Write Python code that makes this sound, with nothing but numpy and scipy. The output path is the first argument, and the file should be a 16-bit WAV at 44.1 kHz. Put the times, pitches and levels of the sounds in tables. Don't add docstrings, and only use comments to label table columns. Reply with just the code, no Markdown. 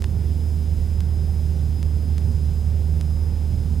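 import sys
import numpy as np
from scipy import signal
from scipy.fft import rfft, irfft, next_fast_len
from scipy.io import wavfile
from scipy.ndimage import uniform_filter1d

SR = 44100
rng = np.random.default_rng(int(sys.argv[2]) if len(sys.argv) > 2 else 0)


def waveform_to_disk(signal):
    frames = np.transpose(np.atleast_2d(signal))
    scaled = np.clip(frames, -1, 1) * 32767
    samples = np.round(scaled).astype(np.int16)
    wavfile.write(sys.argv[1], SR, samples)


def gain_from_db(level_db):
    decades = np.asarray(level_db, float) / 20
    return 10 ** decades


N = 167580

# time [s], whine frequency [Hz].
WHINE_PITCH = [(0, 5048.5), (.8, 5048), (1.2, 5041), (1.8, 5033), (1.9, 5027.5), (2.15, 5028.5),
               (2.3, 5021.5), (2.7, 5021.5), (3.1, 5035), (3.4, 5047), (3.65, 5048), (3.8, 5044)]


def walk(rate_hz):
    hold = int(SR / rate_hz)
    held = np.repeat(rng.standard_normal(N // hold + 1), hold)
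    return 1.39 * uniform_filter1d(uniform_filter1d(held, hold), hold)[:N]


def curve(table, axis):
    rows = np.array(table)
    return np.interp(np.arange(N) / SR, rows[:, 0], rows[:, axis])


def noise(shape, level_db, flicker_db, rate_hz, count):
    rows = np.array(shape)
    size = next_fast_len(N)
    log_hz = np.log(np.maximum(np.arange(size // 2 + 1) * SR / size, 1))
    shape_db = np.interp(log_hz, np.log(rows[:, 0]), rows[:, 1], -99, -99)
    spectrum = rfft(rng.standard_normal(size)) * gain_from_db(shape_db)
    centres = np.linspace(np.log(rows[0, 0]), np.log(rows[-1, 0]), count)
    out = 0
    for pick in np.eye(count):
        band = irfft(spectrum * np.interp(log_hz, centres, pick), size)[:N]
        out = out + band * gain_from_db(flicker_db * walk(rate_hz))
    return out * gain_from_db(level_db) / np.std(out)


def engine():
    # multiple of the cycle rate, level re the firing tone [dB].
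    cycle_orders = [(2, -25), (3, -25), (4, 0), (5, -23), (6, -26), (8, -17), (9, -20.5), (10, -34),
                    (12, -25.5), (14, -33), (16, -35), (17, -41), (18, -37), (20, -31.5), (24, -44),
                    (26, -47), (27, -47), (28, -41), (31, -51), (33, -48), (35, -51), (36, -51), (39, -50),
                    (40, -47), (41, -49), (44, -49), (51, -58), (55, -58)]
    level_db, firing_sway_db, partial_sway_db = -18.5, .6, 2.2
    whine_per_firing, speed_jitter, wander_rad = 65.12, .0004, .35
    firing_hz = curve(WHINE_PITCH, axis=1) / whine_per_firing
    cycle_hz = firing_hz / 4 * (1 + speed_jitter * walk(6))
    cycle_rad = 2 * np.pi * np.cumsum(cycle_hz) / SR
    out = 0
    for order, db in cycle_orders:
        firing = order == 4
        start_rad = 2 * np.pi * rng.random()
        sway_db = (firing_sway_db if firing else partial_sway_db) * walk(4.476)
        start_rad = start_rad + wander_rad * walk(6.026)
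        offset_rad = np.pi if firing else start_rad
        out = out + gain_from_db(db + sway_db) * np.sin(round(order) * cycle_rad + offset_rad)
    return out * np.sqrt(2) * gain_from_db(level_db)


def airflow():
    # frequency [Hz], density [dB per Hz].
    buffet_shape = [(3, -36), (20, -21), (38, 1.5), (70, -3.5), (105, -1.5), (135, -8.5), (200, -13.5),
                    (300, -25.5)]
    slipstream_shape = [(250, -4.5), (410, 0), (530, -5), (610, -8), (850, -12), (900, -12), (1050, -18),
                        (1900, -33)]
    gust_db = 1
    buffet = noise(buffet_shape, level_db=-26.5, flicker_db=1, rate_hz=6.58, count=7)
    buffet = buffet * gain_from_db(gust_db * walk(1.38))
    return buffet + noise(slipstream_shape, level_db=-45, flicker_db=-0.97, rate_hz=8.6, count=5)


def whine():
    # time [s], level [dB].
    whine_level = [(0, -58), (.5, -57), (1.2, -57.5), (1.72, -60), (1.78, -52.5), (1.84, -57), (2.8, -58.5),
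                   (3.1, -57), (3.8, -57)]
    # multiple of comb_hz, level [dB].
    comb_teeth = [(1, -78), (2, -78), (3, -77), (4, -80), (7, -81), (8, -83)]
    flutter_hz, flutter_rad, octave_db = 32, .68, -11.5
    comb_hz, lone_hz, lone_db = 1185.5, 1472, -73
    t_s = np.arange(N) / SR
    phase_rad = 2 * np.pi * np.cumsum(curve(WHINE_PITCH, axis=1)) / SR
    phase_rad = phase_rad + flutter_rad * np.sin(2 * np.pi * flutter_hz * t_s)
    tone = np.sin(phase_rad) + gain_from_db(octave_db) * np.sin(2 * phase_rad)
    tone = tone * gain_from_db(curve(whine_level, axis=1) + 0.9 * walk(12))
    comb = sum(gain_from_db(db) * np.sin(2 * np.pi * round(k) * comb_hz * t_s) for k, db in comb_teeth)
    lone = gain_from_db(lone_db) * np.sin(2 * np.pi * lone_hz * t_s)
    return np.sqrt(2) * (tone + comb + lone)


def ticks():
    # time [s], height [dB], flat top [ms], undershoot [0-1].
    tick_events = [
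        (.021949, -18.3, 0, .02),
        (.042021, -18.8, 0, .13),
        (.043135, -18, .075, .2),
        (1.005895, -19.2, 0, .05),
        (1.829409, -18.8, 0, .02),
        (2.181824, -18.8, 0, 0),
        (3.011781, -17.5, 0, .03),
    ]
    edge_ms, recover_ms = .023, .3
    out = np.zeros(N)
    for start_s, db, top_ms, undershoot in tick_events:
        i = int(start_s * SR) + np.arange(-20, 200)
        ms = (i / SR - start_s) * 1000
        outside_ms = np.maximum(abs(ms) - top_ms / 2, 0)
        spike = np.exp(-.5 * (outside_ms / edge_ms) ** 2)
        late_ms = np.maximum(ms - top_ms / 2 - edge_ms, 0)
        dip = undershoot * np.exp(-late_ms / recover_ms) * (1 - np.exp(-late_ms / edge_ms))
        out[i] += gain_from_db(db) * (spike - dip)
    return out


def scene():
    # frequency [Hz], density [dB per Hz].
    hiss_shape = [(400, -10.5), (1500, 0), (2200, -1), (4000, -3), (7000, -4), (11000, -6.5), (14000, -9),
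                  (16000, -11.5)]
    hiss_db, own_hiss_db = -53, -11
    cabin_left_db, wiring_right_db = -8, -2.0
    cabin = engine() + airflow()
    wiring = whine() + ticks() + noise(hiss_shape, hiss_db, flicker_db=.5, rate_hz=10, count=6)
    own = [noise(hiss_shape, hiss_db + own_hiss_db, flicker_db=0, rate_hz=12, count=2) for _ in range(2)]
    left = cabin * gain_from_db(cabin_left_db) + wiring + own[0]
    right = cabin + wiring * gain_from_db(wiring_right_db) + own[1]
    return np.array([left, right])


def roll_off(x):
    return signal.sosfilt(signal.butter(12, 16180, fs=SR, output="sos"), x)


def record(dry):
    fade_s, top_hz = .004, 15800
    t_s = np.arange(N) / SR
    soft = dry * np.clip(np.minimum(t_s, t_s[-1] - t_s) / fade_s, 0, 1)
    low_pass = signal.ellip(10, .1, 60, top_hz, fs=SR, output="sos")
    return roll_off(signal.sosfiltfilt(low_pass, soft))


dry = scene()
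out = record(dry)
waveform_to_disk(out)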